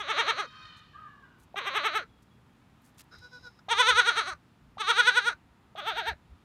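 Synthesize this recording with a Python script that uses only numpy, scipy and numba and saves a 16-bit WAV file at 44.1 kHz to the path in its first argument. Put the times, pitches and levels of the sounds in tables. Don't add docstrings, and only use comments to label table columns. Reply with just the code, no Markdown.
import sys
import numpy as np
from scipy import signal
from scipy.io import wavfile
from scipy.ndimage import uniform_filter1d, map_coordinates
from numba import njit

SR = 44100
rng = np.random.default_rng(int(sys.argv[2]) if len(sys.argv) > 2 else 0)


def pcm_store(signal):
    levels = np.round(np.clip(np.atleast_2d(signal), -1, 1) * 32767)
    wavfile.write(sys.argv[1], SR, levels.astype(np.int16).T)


def level_to_linear(level):
    exponent = np.asarray(level, float) / 20
    return 10 ** exponent


N = 284004
TIME = np.arange(N) / SR

# (f/Hz, level/dB per Hz)
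YARD_COLOUR = [(59, -32), (100, 4.5), (214, 1), (541, -17.5), (977, -8.5), (1880, -19), (2180, -19),
               (2370, -19), (3180, -21), (4860, -30.5), (15500, -37.5)]
# (t/s, length/s, level/dB)
WIND_PUFFS = [(0.026, 0.12, -66), (0.897, 0.19, -69), (3.187, 0.082, -56), (3.425, 0.14, -64),
              (3.752, 0.13, -56), (3.92, .14, -49.5), (4.16, 0.044, -66), (4.345, 0.099, -55),
              (4.675, .08, -52.5), (5.951, .07, -60.5), (6.118, 0.13, -51), (6.323, 0.086, -51)]
# (t/s, pitch f/Hz, level/dB)
CLEAR_CROW_GLIDE = [(.2, 633.5, -63), (.42, 623.6, -57), (.554, 626, -57), (.65, 618, -54.5),
                    (.72, 600.4, -60), (.77, 579, -65), (.8, 570, -78.5)]
# (f/Hz, width/Hz, relative level/dB)
CLEAR_CROW_BEAK = [(1240, 150, 6.5), (1720, 260, 5), (2380, 530, 1.5), (3060, 410, 8.5), (4110, 700, 5),
                   (5670, 3200, -17.5)]
# (t/s, pitch f/Hz, level/dB)
HOARSE_CROW_NOTES = [
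    [(.5, 513, -59), (.57, 526, -59.5), (.7, 490, -62), (.8, 496, -67), (.84, 514, -72)],
    [(.93, 551, -61), (.96, 628, -54), (1.0, 627.5, -54.5), (1.06, 594, -57), (1.14, 566, -61.5),
     (1.21, 568, -66), (1.24, 495.6, -59.5), (1.27, 475, -59.5), (1.34, 490, -69), (1.38, 486, -62)],
]
# (f/Hz, width/Hz, relative level/dB)
HOARSE_CROW_BEAKS = [
    [(1300, 130, 1), (1500, 720, -4.5), (2220, 410, -14)],
    [(1200, 230, 1.5), (1588, 115, 6.5), (2860, 530, -17)],
]
# (t/s, peak level/dB, f/Hz)
BIRD_CHIRPS = [(2.0877, -71, 3390), (2.1306, -70, 3310), (2.1721, -74, 3290), (2.3048, -69, 3340),
               (2.3611, -81, 3420), (2.3851, -84, 3370), (2.4489, -77, 3100), (2.5003, -75, 3250)]
# (t/s, length/s, centre f/Hz, width/Hz, level/dB)
HOOF_SCUFFS = [(0.761, 0.04, 6500, 3000, -70), (1.38, 0.077, 9000, 9000, -71),
               (2.219, 0.023, 7050, 6050, -72.5), (2.817, .01, 12000, 6060, -72),
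               (2.823, 0.084, 8100, 9000, -70), (2.904, .008, 12000, 6950, -70.5),
               (2.945, .008, 12000, 7000, -77), (2.974, 0.03, 5770, 9000, -59),
               (2.988, 0.036, 3270, 9000, -54.5), (3.035, 0.013, 10000, 7000, -74),
               (3.184, 0.011, 3000, 5000, -65)]
# (t/s, length/s, start pitch f/Hz, end pitch f/Hz, level/dB, breathiness 0-1)
KID_THROBS = [(3.108, 0.065, 469, 445, -52, 0.91), (3.211, 0.074, 493, 490, -52, 0.13),
              (3.311, 0.082, 505, 482, -49.5, 0), (3.422, 0.079, 515, 468, -49.5, 0.1),
              (3.588, 0.0094, 457, 444, -56.5, 0.9)]
# (f/Hz, width/Hz, relative level/dB)
KID_RESONANCES = [(490, 320, -11), (1040, 72, -10.5), (1395, 320, 1), (2000, 240, -18.5), (3910, 360, -9.5),
                  (5120, 590, -8.5), (6500, 400, -21), (9000, 1200, -33), (11700, 1000, -34)]
# (t/s, level/dB)
KID_LEAK = [(3.11, -92), (3.14, -68), (3.2, -63), (3.3, -69), (3.41, -65), (3.5, -70), (3.57, -74),
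            (3.6, -69)]
# (t/s, pitch f/Hz, level/dB)
PUSH_CRESTS = [
    [(.008, 422.2, -37), (.105, 450.8, -28), (.198, 469.7, -24), (.295, 460, -25), (.399, 422.7, -29.5)],
    [(1.58, 409.1, -31.5), (1.678, 407.8, -31.5), (1.768, 442.8, -27), (1.862, 448, -26),
     (1.964, 442, -27.5)],
    [(3.721, 475.2, -24), (3.806, 507.5, -19), (3.896, 509.3, -19), (3.99, 497.2, -19.5),
     (4.086, 480.4, -23.5), (4.186, 465, -26.5), (4.288, 388.3, -33)],
    [(4.808, 437.2, -30), (4.902, 474, -21), (4.996, 491.4, -21), (5.086, 498.7, -22),
     (5.179, 494.6, -23.5), (5.28, 486, -26)],
    [(5.79, 419.7, -39), (5.887, 460.4, -31), (5.987, 467.8, -31.5), (6.083, 466, -30)],
]
# (t/s, pitch f/Hz, level/dB)
PUSH_DIPS = [
    [(-.04, 330, -24), (.057, 273.7, -40.5), (.151, 279, -34), (.247, 277, -35.5), (.348, 247.5, -40.5),
     (.465, 230.5, -42)],
    [(1.556, 386.5, -37), (1.634, 228.4, -40.5), (1.72, 262.9, -37.5), (1.817, 284.6, -35.5),
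     (1.914, 299.2, -37), (2.045, 216.4, -45)],
    [(3.685, 416.2, -36), (3.753, 395.3, -31), (3.842, 432.2, -24.5), (3.94, 409.9, -29.5),
     (4.035, 361, -33.5), (4.139, 291.2, -37), (4.246, 282, -38.5), (4.34, 289, -37.5)],
    [(4.778, 406, -45), (4.85, 367, -35), (4.942, 375, -30.5), (5.036, 413, -28.5), (5.124, 387.4, -32),
     (5.22, 394, -35), (5.338, 288, -40.5)],
    [(5.755, 317.5, -49.5), (5.827, 292.1, -44), (5.939, 307.3, -41), (6.037, 316.5, -41.5),
     (6.138, 284.3, -50.5)],
]
CREST_POINTS = [(1.1, 1, 1.18, 1.5), (1.4, 1.2, 1.22, 1.38), (1.1, 1.1, 0.85, 1.19), (1.1, 1.1, 1.07, 1.8),
                (1.3, 0.76, 1.3, 0.95)]
# (low at crests level/dB, low in dips level/dB, treble at crests level/dB, treble in dips level/dB)
BAND_BALANCE = [(-12.5, -14.5, -25.5, -43), (-12, -14.5, -23, -43), (-13, -23, -19, -31.5),
                (-14, -25, -19.5, -32), (-13, -15, -22.5, -39.5)]
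# (first resonance start f/Hz, middle f/Hz, end f/Hz,
# second resonance f/Hz, third start f/Hz, third end f/Hz); the pushes then bend the third
JAW_MOVES = [(1200, 1184, 1230, 2100, 3670, 4150), (1065, 1140, 1390, 2210, 3770, 4030),
             (1000, 1400, 1250, 2280, 3540, 4070), (1100, 1504, 1425, 2600, 3710, 3810),
             (1200, 1440, 1670, 2680, 3400, 3910)]
# (second resonance level/dB, third level/dB,
# fourth level/dB, octave partial re fundamental level/dB, topmost resonances level/dB)
HEAD_TURNS = [(-8, -6, -21.5, 5, -9.5), (-7.5, -7.5, -25.5, 3.5, -4), (-12.5, -7, -18, 5, -14.5),
              (-14, -7, -19.5, 6.5, -13.5), (-11.5, -5, -25.5, 11.5, -2)]
# (first/Hz, second/Hz, third/Hz, fourth/Hz)
MOUTH_WIDTHS = (175, 1055, 415.7, 1435)
# (f/Hz, width/Hz, relative level/dB)
THROAT_RESONANCES = [(8260, 1700, 4), (10200, 370, -4.5)]
# (f/Hz, width/Hz, depth 0-1)
SWALLOWED_BANDS = [(4840, 50, 0.9), (6820, 360, 0.6)]
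BLEAT_AIR = (.19, .18, .07, .06, .17)
# (f/Hz, width/Hz, level/dB, extra level at a full push/dB)
WINDPIPE_MODE = (3394.5, 302.5, -17.5, 6)
# (delay/s, width/s, level change/dB)
PRESSED_FOLDS = (0.018, 0.0061, -5.5)
# (delay/s, cut/s, recovery/s)
SLAM_TIMES = (.017, 0.0033, 0.0085)
SLAM_DEPTHS = (-5, -4.5, -4.5, -5.5, -1)
# (t/s, f/Hz, peak level/dB)
LIP_POP_ROWS = [(1.543, 700, -26), (1.56, 1300, -30), (3.684, 760, -24), (4.771, 770, -29),
                (4.782, 1200, -28.5), (5.752, 673, -29.5)]


@njit
def sweep(x, hz, width):
    y, b, l = np.empty(len(x)), 0., 0.
    for i in range(len(x)):
        g, k = np.tan(np.pi * hz[i] / SR), width[i] / hz[i]
        v = (b + g * (x[i] - l)) / (1 + g * (g + k))
        b, l, y[i] = 2 * v - b, l + 2 * g * v, k * v
    return y


def svf(x, hz, width):
    return sweep(x, hz + np.zeros(len(x)), width + np.zeros(len(x)))


def level(x, db):
    return x * level_to_linear(db) / np.sqrt(np.mean(x ** 2))


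def walk(n, rate):
    k = int(SR / rate)
    steps = np.repeat(rng.standard_normal(n // k + 1), k)
    return 1.75 * uniform_filter1d(uniform_filter1d(steps, k), k)[:n]


def tract(x, modes):
    return sum((-1) ** k * level_to_linear(db) * svf(x, hz, w) for k, (hz, w, db) in enumerate(modes))


def steep(x, modes):
    return sum(level_to_linear(db) * svf(svf(x, hz, w), hz, w) for hz, w, db in modes)


def glide(rows):
    s, *columns = np.array(rows, float).T
    first = max(int(s[0] * SR), 0)
    place = np.interp(TIME[first:int(s[-1] * SR)], s, np.arange(len(s)))
    return first, [map_coordinates(c, [place], order=3, mode="nearest") for c in columns]


def add(out, first, x, fade=0.0015):
    edge = np.minimum(np.arange(len(x)) + SR * (first == 0), np.arange(len(x))[::-1])
    out[first:first + len(x)] += (x * np.clip(edge / (fade * SR), 0, 1))[:N - first]


def echo(x, t60, damp_hz, db):
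    t = TIME[:int(t60 * SR)]
    tail = rng.standard_normal(len(t)) * np.exp(-np.log(1000) * t / t60) * (t > .003)
    tail = signal.sosfilt(signal.butter(1, damp_hz, fs=SR, output="sos"), tail)
    return x + level_to_linear(db) * signal.fftconvolve(x, tail / np.sqrt(np.sum(tail ** 2)))[:N]


def folds(hz, jitter, breath, shimmer_db):
    top_hz = SR / 2.6
    phase = 2 * np.pi * np.cumsum(hz * (1 + jitter * walk(len(hz), 300))) / SR
    pulses = sum(np.cos(k * phase) * (k * hz < top_hz) for k in range(1, 60))
    pulses = pulses * np.sqrt(2 * hz / top_hz)
    air = (1 + 0.39 * np.cos(phase)) * rng.standard_normal(len(hz))
    return phase, level_to_linear(shimmer_db * walk(len(hz), 199.9)) * pulses + breath * air


def yard():
    out, swell_db = 0, 0.45 * walk(N, 0.44)
    hz_points, db_points = np.transpose(YARD_COLOUR)
    for hz in 110 * 2 ** np.arange(0, 7.3, .5):
        band = svf(svf(rng.standard_normal(N), hz, hz / 2), hz, hz / 2)
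        colour_db = np.interp(np.log(hz), np.log(hz_points), db_points)
        out = out + level_to_linear(colour_db + swell_db + 0.51 * walk(N, 3.2)) * band
    return level(out, -61.5)


def wind():
    breeze_db = -69 + 2.1 * walk(N, 9.4)
    rumble = svf(svf(rng.standard_normal(N), 64., 45.), 65.0, 67.0)
    gusts = level_to_linear(breeze_db)
    for s, length, db in WIND_PUFFS:
        gusts = gusts + level_to_linear(db) * np.exp(-2 * ((TIME - s) / (length / 2)) ** 2)
    return gusts * level(rumble, 0)


def clear_crow():
    out = np.zeros(N)
    first, (hz, db) = glide(CLEAR_CROW_GLIDE)
    source = folds(hz, jitter=.004, breath=.3, shimmer_db=2)[1]
    add(out, first, level_to_linear(db) * level(tract(source, CLEAR_CROW_BEAK), 0))
    return echo(out, t60=1.05, damp_hz=3485, db=-3.0)


def hoarse_crow():
    out = np.zeros(N)
    for rows, beak, breath in zip(HOARSE_CROW_NOTES, HOARSE_CROW_BEAKS, (.9, .35)):
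        first, (hz, db) = glide(rows)
        source = folds(hz, jitter=.02, breath=breath, shimmer_db=1.5)[1]
        add(out, first, level_to_linear(db) * level(steep(source, beak), 0))
    return out


def bird():
    out, t = np.zeros(N), TIME[:int(.022 * SR)]
    for s, db, hz in BIRD_CHIRPS:
        add(out, int(s * SR), level_to_linear(db) * np.hanning(len(t)) * np.sin(2 * np.pi * hz * t))
    return out


def litter():
    out = np.zeros(N)
    for s, length, hz, width, db in HOOF_SCUFFS:
        n = int(length * SR)
        grains = rng.standard_normal(n) * level_to_linear(3 * walk(n, 900))
        add(out, int(s * SR), level(svf(grains, 1. * hz, 1. * width), db), fade=length / 4)
    return out


def kid():
    out = np.zeros(N)
    for s, length, start_hz, end_hz, db, breathy in KID_THROBS:
        hz = np.linspace(start_hz, end_hz, int(length * SR))
        source = folds(hz, jitter=.004 + .05 * breathy ** 2, breath=2 * breathy, shimmer_db=1)[1]
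        throb = level(steep(source, KID_RESONANCES), db)
        add(out, int(s * SR), throb * np.hanning(len(hz)) ** 0.5)
    first, (db,) = glide(KID_LEAK)
    leak = steep(rng.standard_normal(len(db)), KID_RESONANCES[3:])
    add(out, first, level_to_linear(db) * level(leak, 0))
    return out


def waver(t, knots, crests, dips, rising, falling):
    place = np.interp(t, knots, np.arange(len(knots)) - 1e-9).clip(0)
    k = place.astype(int)
    up = k % 2 == 0
    swing = (1 - np.cos(np.pi * place)) / 2
    dip = np.broadcast_to(dips, len(knots) // 2 + 1)[(k + 1) // 2]
    crest = np.broadcast_to(crests, len(knots) // 2)[k // 2]
    return dip + (crest - dip) * swing ** np.where(up, rising, falling)


def after_crests(t, crests_s, delay, width, change):
    return change * np.exp(-((t[:, None] - crests_s - delay) / width) ** 2 / 2).sum(axis=1)


def slams(t, crests_s, delay, cut, recovery):
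    late = t[:, None] - crests_s - delay
    return ((1 + np.tanh(late / cut)) / 2 * np.exp(-late.clip(0) / recovery)).sum(axis=1)


def effort(crests, dips, pointed, balance, slam_db):
    (s, hz, db), (dip_s, dip_hz, dip_db) = np.transpose(crests), np.transpose(dips)
    knots = np.sort(np.r_[s, dip_s])
    first = max(int(knots[0] * SR), 0)
    t = TIME[first:int(knots[-1] * SR)]
    pitch = waver(t, knots, hz, dip_hz, *pointed[:2])
    pitch = pitch + after_crests(t, s, delay=-0.025, width=0.0087, change=-14)
    pitch = pitch + after_crests(t, s, delay=0.01847, width=.007, change=-16.5)
    level_lag_s = 0.0042
    mouth_db = waver(t - level_lag_s, knots, db, dip_db, *pointed[2:])
    mouth_db = mouth_db + slam_db * slams(t, s, *SLAM_TIMES)
    low_db = waver(t, knots, *balance[:2], 1.0, 0.56) + after_crests(t, s, *PRESSED_FOLDS)
    treble_db = waver(t, knots, *balance[2:], 1.0, 2.9)
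    return first, pitch, mouth_db, low_db, treble_db


def mouth_band(source, hz, push, jaw, db2, db3):
    start1, middle1, end1, hz2, start3, end3 = jaw
    thin_db = -11 * np.exp(-TIME[:len(hz)][::-1] / 0.047)
    width1 = MOUTH_WIDTHS[0] * (1 + 0.21 * np.clip(push, 0, 1) ** 2)
    third_hz = np.linspace(start3, end3, len(hz)) - 120 * push
    closing = np.clip(-np.gradient(hz) * SR / 3000, 0, 1) * np.clip(2.0 * push + 0.52, 0, 1)
    first_hz = np.interp(np.linspace(0, 2, len(hz)), range(3), (start1, middle1, end1))
    mouth = tract(source, [(first_hz, width1, 1.4 * closing),
                           (hz2, MOUTH_WIDTHS[1], db2 + thin_db + 1.5 * push),
                           (third_hz, MOUTH_WIDTHS[2], db3 + thin_db)])
    pipe_hz, pipe_width, pipe_db, push_db = WINDPIPE_MODE
    mouth = mouth + steep(source, [(pipe_hz, pipe_width, pipe_db + push_db * push + thin_db)])
    mouth = signal.sosfilt(signal.butter(2, 780, "highpass", fs=SR, output="sos"), mouth)
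    return signal.sosfilt(signal.butter(8, 4600, fs=SR, output="sos"), mouth)


def lip_pops(out):
    ring = TIME[:int(.012 * SR)]
    for s, hz, db in LIP_POP_ROWS:
        pop = level_to_linear(db) * np.sin(2 * np.pi * hz * ring) * np.exp(-ring / .0025)
        add(out, int(s * SR), pop, fade=.002)


def goat():
    out = np.zeros(N)
    for k, (jaw, head, breath) in enumerate(zip(JAW_MOVES, HEAD_TURNS, BLEAT_AIR)):
        db2, db3, db4, octave_db, top_db = head
        first, hz, db, low_db, treble_db = effort(
            PUSH_CRESTS[k], PUSH_DIPS[k], CREST_POINTS[k], BAND_BALANCE[k], SLAM_DEPTHS[k])
        push = np.clip((hz - uniform_filter1d(hz, int(.1 * SR))) / 60, -1, 1)
        phase, source = folds(hz, jitter=.006, breath=breath, shimmer_db=.8)
        mouth = mouth_band(source, hz, push, jaw, db2, db3)
        airy = source + 0.41 * rng.standard_normal(len(hz))
        top = [(12800, 4300, top_db), (14850, 1900, top_db - 8.5)]
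        fourth = level(steep(airy, [(6100, MOUTH_WIDTHS[3], 0)]), db4)
        treble = level(steep(airy, THROAT_RESONANCES + top), 0)
        radiated = (hz / 460) ** 2.5
        octave = level_to_linear(octave_db) * np.cos(2 * phase - .3)
        low = np.sqrt(2) * (radiated * np.cos(phase - .8) + octave)
        mouth = level(mouth, 0) + level_to_linear(0.33 * (treble_db - treble_db.mean())) * fourth
        for pocket_hz, width, depth in SWALLOWED_BANDS:
            mouth = mouth - depth * svf(mouth, pocket_hz, width)
        bleat = level_to_linear(db) * (mouth + level_to_linear(low_db) * low + level_to_linear(treble_db) * treble)
        add(out, first, bleat, fade=0.0045)
    lip_pops(out)
    return out


def scene():
    far = echo(hoarse_crow() + bird(), t60=.3, damp_hz=4000, db=-4)
    near = echo(goat() + kid(), t60=0.089, damp_hz=3990, db=-15.0)
    mix = yard() + wind() + clear_crow() + far + litter() + near
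    mix = signal.sosfilt(signal.butter(2, 34, "highpass", fs=SR, output="sos"), mix)
    return np.tile(mix, (2, 1))


def top_cut(x):
    return signal.sosfilt(signal.butter(12, 15730, fs=SR, output="sos"), x)


def record(dry):
    return top_cut(dry)


dry = scene()
out = record(dry)
pcm_store(out)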